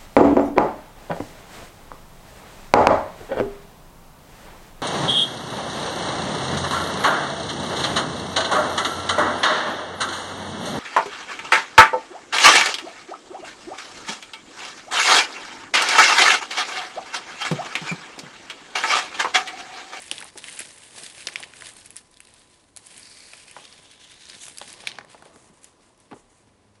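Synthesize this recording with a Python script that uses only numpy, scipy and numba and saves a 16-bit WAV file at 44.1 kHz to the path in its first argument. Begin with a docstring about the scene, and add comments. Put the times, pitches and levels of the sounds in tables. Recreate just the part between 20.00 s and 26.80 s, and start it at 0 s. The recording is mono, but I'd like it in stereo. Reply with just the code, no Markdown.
"""In a small carpeted room, hands crinkle a padded paper envelope close to a small stereo microphone.
They slide a plastic disc case out and turn it over. Paper and rubbing are shaped noise full of tiny crackles,
creases are short ringing bursts, and knocks are dull bursts that ring the tones of the hollow case.
The room answers with fading noise. Beneath lie a quiet floor of noise, a faint whine and a low motor hum,
both made of sine waves."""
import sys
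import numpy as np
from scipy import signal
from scipy.fft import rfft, irfft
from scipy.io import wavfile
from scipy.ndimage import uniform_filter1d
from numba import njit

SR = 44100
rng = np.random.default_rng(int(sys.argv[2]) if len(sys.argv) > 2 else 0)


def master_out(mix):
    """Clip the mix to full scale and print it as 16-bit PCM to the path in sys.argv[1]."""
    frames = np.transpose(np.atleast_2d(mix))
    ceiling = np.clip(frames, -1, 1)
    pcm = np.round(ceiling * 32767).astype(np.int16)
    wavfile.write(sys.argv[1], SR, pcm)


def linear_from_db(decibels):
    """Turn decibels (scalar or array-like) into linear amplitude factors; 0 gives 1."""
    return 10 ** (np.asarray(decibels, float) / 20)


N = 299875
T = np.arange(N) / SR  # time of every sample, s

# creases that snap: (time [s], peak before placing left or right [dB], ring [Hz], treble over ring [dB])
CREASE_SNAPS = [(0.0193, -25, 2070, 14), (0.1134, -6.5, 3650, -5.5), (0.1805, -22.5, 3080, -24),
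                (0.2035, -23.5, 2410, 17), (0.213, -27, 1760, -14), (0.2246, -23.5, 2100, -10),
                (0.2432, -24.5, 3350, 20), (0.3759, -20, 5770, 10), (0.3832, -23.5, 4280, 3),
                (0.4409, -21.5, 2850, -9), (0.4835, -23.5, 2290, -6), (0.5166, -28, 3030, 4),
                (0.561, -28, 3170, 13), (0.5906, -16, 2170, 14), (0.5939, -17.5, 2210, 2.5),
                (0.603, -16.5, 2270, 4.5), (0.6717, -32.5, 5900, -1), (0.7636, -34, 2420, 9),
                (1.0345, -21.5, 4300, -1), (1.1487, -32, 2740, -8), (1.2228, -30.5, 2370, -12),
                (1.27, -10.5, 4540, -8.5), (1.2724, -15, 2860, -17), (1.2859, -20, 2360, -8),
                (1.3578, -9.5, 2850, -23), (1.428, -21, 3400, -28), (1.4341, -24, 2160, -30),
                (1.4395, -26, 3160, -14), (1.536, -31, 2030, -22), (1.6212, -25.5, 2010, -7),
                (1.6686, -24.5, 3900, 11), (1.6883, -27, 1740, 19), (1.736, -31, 3660, 14),
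                (1.7671, -29, 4010, 17), (1.8591, -26, 5610, 14), (1.9049, -25, 2850, 11.5),
                (1.9587, -28.5, 1830, 6), (1.9651, -16, 5620, 15), (1.9685, -30, 5600, 12),
                (2.1128, -40.5, 6000, 13), (2.1412, -40, 4350, -6), (2.1704, -33.5, 3940, -1),
                (2.2036, -26, 2640, 2), (2.2513, -39, 4060, 4), (2.271, -37, 3280, 0),
                (2.3383, -35, 3630, 11), (2.7633, -23, 4400, 7), (2.7716, -21, 5260, 6.5),
                (2.8618, -33, 4540, 14), (2.8687, -27, 3120, 14), (2.9783, -25.5, 2930, 5),
                (2.995, -29, 2080, 9), (3.3339, -28.5, 2640, -12), (3.5115, -30, 2620, 3),
                (3.6527, -30.5, 3540, -12), (3.726, -32, 3760, -10), (4.141, -36, 2900, -3),
                (4.2544, -33, 5230, -21), (4.2867, -33, 4180, -14), (4.299, -26, 4740, -26),
                (4.35, -29.5, 3730, -11), (4.4326, -37, 6000, 1), (4.454, -26, 6200, 1),
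                (4.4653, -25.5, 3530, -1), (4.482, -23, 2880, 9), (4.573, -22.5, 3860, 3),
                (4.5835, -18, 5450, 3), (4.6144, -23.5, 3130, -10), (4.7016, -27.5, 5900, -5),
                (4.7282, -23, 5300, 5), (4.8714, -8.5, 2780, -13.5), (4.8756, -19.5, 4120, -20),
                (4.89, -26, 4230, -13), (4.8966, -27, 4170, -19), (4.916, -25, 3480, -24),
                (4.9857, -23.5, 2240, -37), (5.048, -36.5, 1750, -7), (5.1788, -41, 2290, -7),
                (5.2226, -37.5, 1670, -1), (5.2541, -37.5, 2810, -5), (5.3595, -37.5, 1530, -7),
                (5.6333, -37, 1600, 17), (5.6432, -27, 6160, 5), (5.9765, -46.5, 6000, 10),
                (6.0011, -42, 6000, 10), (6.113, -43, 2060, -3)]
# dull knocks of case and padding: (time [s], peak before placing left or right [dB], ring [Hz])
DULL_KNOCKS = [(0.1143, -32.5, 400), (0.23, -34, 1060), (0.2505, -34.5, 1070), (0.3559, -36, 450),
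               (0.603, -35.5, 390), (1.2691, -33, 396), (1.2893, -34, 1400), (1.3574, -37, 1400),
               (1.4013, -35.5, 780), (1.6204, -35, 1430), (3.333, -38, 920), (3.5645, -27, 750),
               (3.5857, -36, 840), (4.4788, -38.5, 950), (4.6128, -29.5, 760), (4.837, -35, 820),
               (4.8706, -33.5, 840), (4.985, -24, 960), (5.0088, -31, 1380), (5.145, -33.5, 665),
               (5.2236, -37, 786), (5.2574, -39, 650), (5.3565, -43, 284), (5.497, -46.5, 188),
               (6.1125, -33, 690), (6.117, -31.5, 192), (6.129, -32, 670), (6.1386, -35.5, 420),
               (6.1625, -41, 404), (2.7675, -43, 870)]


def unit(x):
    """Scale a sound to an average strength (rms) of 1."""
    return x / np.sqrt(np.mean(x ** 2))


def colour(x, points):
    """Filter a sound by a spectrum given as (frequency [Hz], level [dB])."""
    hz, db = np.transpose(points)
    size = x.shape[-1]
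    bin_hz = np.arange(size // 2 + 1) * SR / size
    gain_db = np.interp(np.log(bin_hz + 1), np.log(hz), db)
    return irfft(rfft(x) * linear_from_db(gain_db), size)


def band(x, lo_hz, hi_hz):
    """Keep the pitches between two edges."""
    edges = [lo_hz, min(hi_hz, SR / 2.2)]
    return signal.sosfilt(signal.butter(2, edges, "band", fs=SR, output="sos"), x)


@njit
def moving_resonance(x, hz, width):
    """A resonance whose pitch moves: two linked stores pass energy back and forth, with some loss."""
    y, b, l = np.empty(len(x)), 0., 0.
    for i in range(len(x)):
        g = np.tan(np.pi * hz[i] / SR)
        v = (b + g * (x[i] - l)) / (1 + g * (g + width))
        b, l, y[i] = 2 * v - b, l + 2 * g * v, width * v
    return y


def walk(rate):
    """A wandering control: random levels, `rate` new ones a second, joined by ramps, with rms near 1."""
    hold = int(SR / rate)
    steps = np.repeat(rng.standard_normal(N // hold + 1), hold)
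    return unit(uniform_filter1d(steps, hold)[:N])


def pan(x, left_over_right_db):
    """Place a sound between left and right by loudness alone."""
    return x * linear_from_db(np.array([[left_over_right_db / 2], [-left_over_right_db / 2]]))


def wide(x, pan_db, side_db):
    """A broad source: left and right also get a scrambled copy in opposite sign."""
    scramble = rng.standard_normal(256) * linear_from_db(-40 * np.arange(256) / 256)
    side = signal.fftconvolve(x, scramble / np.sqrt(np.sum(scramble ** 2)))[:N]
    return pan(x, pan_db) + linear_from_db(side_db) * side * np.array([[1], [-1]])


def crackle(rate, spread_db, t60_s, grain):
    """Tiny folds give at random moments, a few much louder; each is a short puff of noise over fibre hiss."""
    chance, size = rng.random(N), rng.exponential(size=N)
    kicks = (chance < rate / SR) * linear_from_db(spread_db * np.minimum(size, 4))
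    puffs = unit(signal.lfilter([1], [1, -linear_from_db(-60 / (t60_s * SR))], kicks))
    return np.sqrt(grain * puffs ** 2 + 1 - grain) * rng.standard_normal(N)


def tails(events, db, t60_s):
    """Power that jumps at each event and dies away, falling 60 dB in t60_s."""
    kicks = np.zeros(N)
    for s, peak_db, *_ in events:
        kicks[int(s * SR)] += linear_from_db(peak_db + db) ** 2
    return signal.lfilter([1], [1, -linear_from_db(-60 / (t60_s * SR)) ** 2], kicks)


def add(out, s, sound, peak_db):
    """Mix in one event, louder on the side where the hands work."""
    # where the hands work: (time [s], left over right [dB])
    hand_place = [(0, 2.5), (1, 1.5), (1.3, 3), (2, 2), (4.2, 2), (4.9, -2), (5.3, 1.5), (6.8, 2)]
    start = int(s * SR)
    sound = sound * linear_from_db(peak_db) / np.abs(sound).max()
    part = pan(sound, np.interp(s, *np.transpose(hand_place)))[:, :N - start]
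    out[:, start:start + part.shape[1]] += part


def floor_noise():
    """Room rumble and microphone hiss: steady noise whose two channels share more at some pitches."""
    # spectrum of the floor: (frequency [Hz], relative level per Hz [dB])
    floor_colour = [(15, -33), (30, -5.5), (48, -14), (82, -4.5), (140, -12.5), (300, -10), (500, -14),
                    (1200, -21.5), (3000, -29), (10500, -32.5)]
    # how unlike left and right are: (frequency [Hz], side over middle [dB])
    floor_spread = [(40, -22), (190, -16.5), (630, -3), (1500, 2.5), (4000, -0.5), (11000, -9)]
    mid, side = unit(colour(rng.standard_normal((2, N)), floor_colour))
    stereo = mid + colour(side, floor_spread) * np.array([[1], [-1]])
    return linear_from_db(-62 + 0.45 * walk(3.07)) * stereo


def faint_whine():
    """Thin steady tones that waver in pitch and strength, then weaken late."""
    # tones of the whine: (frequency [Hz], rms before wavering and fading [dB])
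    whine_tones = [(1007, -72.5), (2019, -90)]
    waver, drift = linear_from_db(1.5 * walk(10)), 0.6 * walk(10)
    # the square root of 2 turns an rms level into the height of a sine
    tones = sum(linear_from_db(db) * np.sqrt(2) * np.sin(2 * np.pi * hz * T + drift) for hz, db in whine_tones)
    fade_db = np.interp(T, [5.6, 6.2], [-0.5, -5])
    return tones * waver * linear_from_db(fade_db)


def motor_hum():
    """A far motor: a low tone and its multiples, each wavering in strength, swelling at the end."""
    # strength of the hum: (time [s], level [dB])
    hum_level = [(0, -77), (6.25, -77), (6.45, -65), (6.8, -65.5)]
    # strength of the base tone and its multiples before wavering: (relative level [dB])
    multiples_db = [0, -5, -9, -11]
    turn = 2 * np.pi * 102 * T + 0.5 * walk(9)  # base tone 102 Hz, wandering a little
    hum = sum(linear_from_db(db + 1.5 * walk(15)) * np.sin((k + 1) * turn) for k, db in enumerate(multiples_db))
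    return unit(hum) * linear_from_db(np.interp(T, *np.transpose(hum_level)))


def rustle():
    """Crackle in the sheet, its crisp edge, the mouth of the envelope and the padding."""
    # how hard the hands work the paper: (time [s], level [dB])
    effort = [(0, -48), (.23, -44.5), (.35, -56.5), (.38, -40), (.41, -49), (.46, -43.5), (.63, -45.5),
              (.74, -51), (.9, -52), (1.01, -44.5), (1.12, -52), (1.43, -46.5), (1.52, -52.5),
              (1.65, -46.5), (1.83, -55.5), (2.19, -65.5), (2.34, -58.5), (2.58, -63), (2.75, -70),
              (2.8, -59), (2.98, -53), (3.03, -55.5), (3.35, -53.5), (3.48, -54), (3.6, -51), (3.92, -55.5),
              (4.2, -54), (4.275, -54.5), (4.295, -44.5), (4.325, -53), (4.35, -47), (4.39, -53.5),
              (4.44, -45.5), (4.55, -53.5), (4.71, -47), (4.95, -49), (5.08, -60.5), (5.3, -63.5),
              (5.5, -66.5), (6.1, -68), (6.8, -72)]
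    # colour of the rustle: (time [s], treble against middle [dB], bass against middle [dB])
    tint = [(0, 1.5, -10), (.2, -1.5, -7), (.6, 2.5, -10), (1.05, 4.5, -6), (1.4, -1, -4.5),
            (1.7, 2.5, -6.5), (2.3, 1, -3), (3.2, 6, -7), (3.5, 0, -8.5), (3.8, -1.5, -6), (4.33, -2.5, -9),
            (4.42, 6.5, -10.5), (4.7, 0.5, -7.5), (5, -10.5, -1.5), (5.3, -2, 9), (5.7, -2, 4),
            (6.8, -2.5, 3.5)]
    # how the paper is worked: (time [s], grain from 0 smooth rubbing to 1 crumpling)
    paper_grain = [(0, 0.58), (1.9, 0.52), (2.9, 0.39), (3.05, 0.28), (4.2, 0.62), (4.5, 0.49), (6.8, 0.31)]
    # spectrum of the sheet: (frequency [Hz], relative level per Hz [dB])
    sheet_colour = [(760, -29), (1300, -2), (1590, 5.5), (1780, 6.5), (3120, 4.5), (5130, 2.5), (6600, -4),
                    (8580, -42), (14500, -120)]
    # spectrum of the crisp edge: (frequency [Hz], relative level per Hz [dB])
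    edge_colour = [(4500, -50), (6300, -4.5), (7200, -0.5), (8700, 4), (11200, -1)]
    # spectrum of the padding: (frequency [Hz], relative level per Hz [dB])
    padding_colour = [(71, -33), (120, 4), (400, 4), (553, 4), (972, 2.5), (1140, 3), (1600, -13),
                      (2080, -13), (3520, -120)]

    # after a snap the sheet keeps rustling, after a knock the padding
    work = linear_from_db(np.interp(T, *np.transpose(effort))) ** 2
    settle = tails(CREASE_SNAPS, -29.5, 0.12)
    shake = tails(DULL_KNOCKS, -24, 0.33)
    s, treble_db, bass_db = np.transpose(tint)
    sheet_level = np.sqrt(work + settle)
    edge_level = np.sqrt(work + settle * linear_from_db(-1) ** 2) * linear_from_db(np.interp(T, s, treble_db))
    padding_level = np.sqrt(work * linear_from_db(np.interp(T, s, bass_db)) ** 2 + shake)

    grain = np.clip(np.interp(T, *np.transpose(paper_grain)), 0, 0.95)
    swell = linear_from_db(4.7 * grain * walk(40))
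    folds = swell * crackle(350, 3.6, 0.015, grain)
    fine = swell * crackle(510, 5.2, 0.0033, grain)

    # the shape of the bag sets both the pitch of its creases and that of its mouth
    snap_s, _, snap_hz, _ = np.transpose(CREASE_SNAPS)
    mouth_hz = np.clip(np.interp(T, snap_s, snap_hz), 1700, 5200)
    # the open end is a short cavity: it lifts one band
    mouth = unit(moving_resonance(folds, mouth_hz, 0.5))
    sheet = unit(unit(colour(folds, sheet_colour)) + 0.26 * mouth)
    edge = unit(colour(folds + 1.2 * fine, edge_colour))
    padding = unit(colour(crackle(110, 3.6, 0.016, 0.5 * grain), padding_colour))
    return (wide(sheet * sheet_level, 0.54, -10) + wide(edge * edge_level, -0.74, -11)
            + wide(padding * padding_level, 2.5, -9))


def room(x):
    """The room's answer: fading noise, different left and right, its treble dying first."""
    # how long the room rings: (band centre [Hz], time to fall 60 dB [s])
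    room_decay = [(150, 0.24), (600, 0.31), (2500, 0.19), (8000, 0.13)]
    t = T[:SR // 2]
    tail = 0
    for hz, t60 in room_decay:
        noise = band(rng.standard_normal((2, len(t))), hz / 2, hz * 2)
        tail = tail + noise / np.sqrt(hz) * linear_from_db(-60 * t / t60)
    tail = tail * np.clip((t - 0.002) / 0.0014, 0, 1)  # silent for the first 2 ms
    tail = colour(tail, [(100, -22.0), (10000, 7.0)])
    tail = tail / np.sqrt(np.sum(tail ** 2, axis=1, keepdims=True))
    return signal.fftconvolve(x.mean(0)[None], tail, axes=1)[:, :N]


def snaps():
    """A crease buckles at once; the sheet rings round one pitch, spits treble, and settles in smaller cracks."""
    out, t = np.zeros((2, N)), T[:2048]
    chance = rng.standard_normal((len(CREASE_SNAPS), 3, 2048))
    crack = np.minimum(t[:512] / 0.00044, 1) * linear_from_db(-60 * t[:512] / 0.0083)
    for (s, db, hz, treble_db), noise in zip(CREASE_SNAPS, chance):
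        # rare random moments start smaller cracks of random strength
        starts = (noise[2] > 2.6) * linear_from_db(-24.5 - 60 * t / 0.1 + 4.0 * noise[2, ::-1])
        starts[0] = 1
        burst = noise[:2] * np.convolve(starts, crack)[:2048]
        ring = unit(band(burst[0], hz / 1.316, hz * 1.195)) + 0.62 * unit(band(burst[0], 1600, 5200))
        treble = unit(band(burst[1], 8000, 13050))
        add(out, s, unit(ring) + linear_from_db(treble_db) * treble, db)
    return out


def knocks():
    """A soft blow: a broad thud plus the tones of the hollow case, shaken unevenly each time."""
    # tones of the case: (frequency [Hz], level [dB], time to fall 60 dB before the limit below [s])
    case_tones = [(200, -10, 0.043), (403, -12, 0.21), (665, -7.5, 0.41), (831, -5, 0.22),
                  (974, -15.5, 0.22)]
    out, t = np.zeros((2, N)), T[:8192]
    hz, tone_db, tone_t60 = np.transpose(case_tones)[:, :, None]
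    tone_t60 = np.minimum(tone_t60, 0.12)
    chance = rng.standard_normal((len(DULL_KNOCKS), 8192))
    for (s, db, ring_hz), noise in zip(DULL_KNOCKS, chance):
        t60 = 0.031 * (ring_hz / 800) ** -0.49  # s; higher knocks die sooner
        burst = noise * np.minimum(t / 0.00041, 1) * linear_from_db(-60 * t / max(t60, 0.005))
        thud = unit(band(burst, ring_hz / 1.76, ring_hz * 1.49)) + 0.16 * unit(band(burst, 220, 2300))
        # tones near the thud's pitch are struck hardest: 5 dB less per octave away
        near_db = -5.0 * np.abs(np.log2(hz / ring_hz))
        tones = linear_from_db(tone_db + near_db - 60 * t / tone_t60) * np.sin(2 * np.pi * hz * t)
        case = unit(signal.fftconvolve(burst, np.sum(tones, axis=0))[:8192])
        add(out, s, band(thud + 0.31 * case, 170, 5500), db)
    return out


def slide():
    """Smooth friction, coloured by two air-gap resonances that move as the case comes free."""
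    # the case slides out, ringing the gap between case and paper:
    # (time [s], level [dB], lower resonance [Hz], upper resonance [Hz])
    slide_path = [(2.85, -74, 2400, 4830), (3.1, -57.5, 2340, 4530), (3.3, -62, 2450, 4500),
                  (3.5, -59, 2560, 4830), (3.65, -57, 3380, 5200), (3.85, -55.5, 3400, 5700),
                  (4.05, -53.5, 3400, 5730), (4.25, -54.5, 4000, 6000), (4.35, -58, 3630, 6200),
                  (4.44, -47, 3800, 6500), (4.55, -78, 3800, 6500)]
    s, *columns = np.transpose(slide_path)
    db, low_hz, high_hz = (np.interp(T, s, c) for c in columns)
    upper_db = np.interp(T, [3.3, 3.7, 4.3, 4.45], [8.0, -11, -9, 5])  # upper over lower resonance
    rub = crackle(250, 3.5, 0.015, 0.45) * linear_from_db(2.5 * walk(30))
    lower = unit(moving_resonance(rub, low_hz, 0.2))
    upper = unit(moving_resonance(rub, high_hz, 0.2))
    sliding = (T > s[0]) * (T < s[-1])
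    return wide((lower + linear_from_db(upper_db) * upper) * linear_from_db(db) * sliding, 0.8, -30)


def brushes():
    """Skin on smooth plastic: a broad, slightly gritty hiss; each stroke has attack, hold and release."""
    # fingers brush over the case as it turns:
    # (time [s], length before release [s], level [dB], treble against it [dB])
    strokes = [(5.089, 0.03, -51.5, -4.5), (5.17, 0.014, -60, -4), (5.24, 0.015, -60, -2),
               (5.327, 0.14, -63.5, 2.5), (5.526, .06, -66, 1), (5.61, 0.075, -62, 0.5),
               (5.816, 0.075, -64.5, -2.5), (5.997, 0.039, -68.5, 0), (6.136, 0.064, -67.5, 5.5),
               (6.29, 0.12, -70.5, 4)]
    # spectrum of skin on plastic: (frequency [Hz], relative level per Hz [dB])
    skin_colour = [(700, -32), (1500, 3), (3000, 2), (5000, 1.5), (7000, -18), (12000, -7)]
    attack_s, release_db_per_s = 0.012, 250
    low, high = np.zeros(N), np.zeros(N)
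    for s, length, db, treble_db in strokes:
        rise = np.clip((T - s) / attack_s, 0, 1)
        stroke = rise * linear_from_db(db - release_db_per_s * np.clip(T - s - length, 0, 1))
        low += stroke
        high += stroke * linear_from_db(treble_db)
    grit = crackle(220, 3.3, 0.008, 0.31)
    hiss, treble = unit(colour(grit, skin_colour)), unit(band(grit, 5900, 10300))
    return wide(low * hiss + high * treble, 0.9, -10.5)


def scene():
    """The near sounds, the room's answer to them, and the quiet background."""
    near = rustle() + snaps() + knocks() + slide() + brushes()
    background = floor_noise() + faint_whine() + motor_hum()
    return near + linear_from_db(-14) * room(near) + background


def band_limit(x):
    """A steep low-pass at the top of the band."""
    return signal.sosfilt(signal.butter(12, 12340, fs=SR, output="sos"), x)


def record(dry):
    """A steep filter cuts off the top above 11100 Hz."""
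    low_pass = signal.ellip(10, 0.3, 60, 11100, fs=SR, output="sos")
    mix = signal.sosfilt(low_pass, dry)
    return band_limit(mix)


dry = scene()
out = record(dry)
master_out(out)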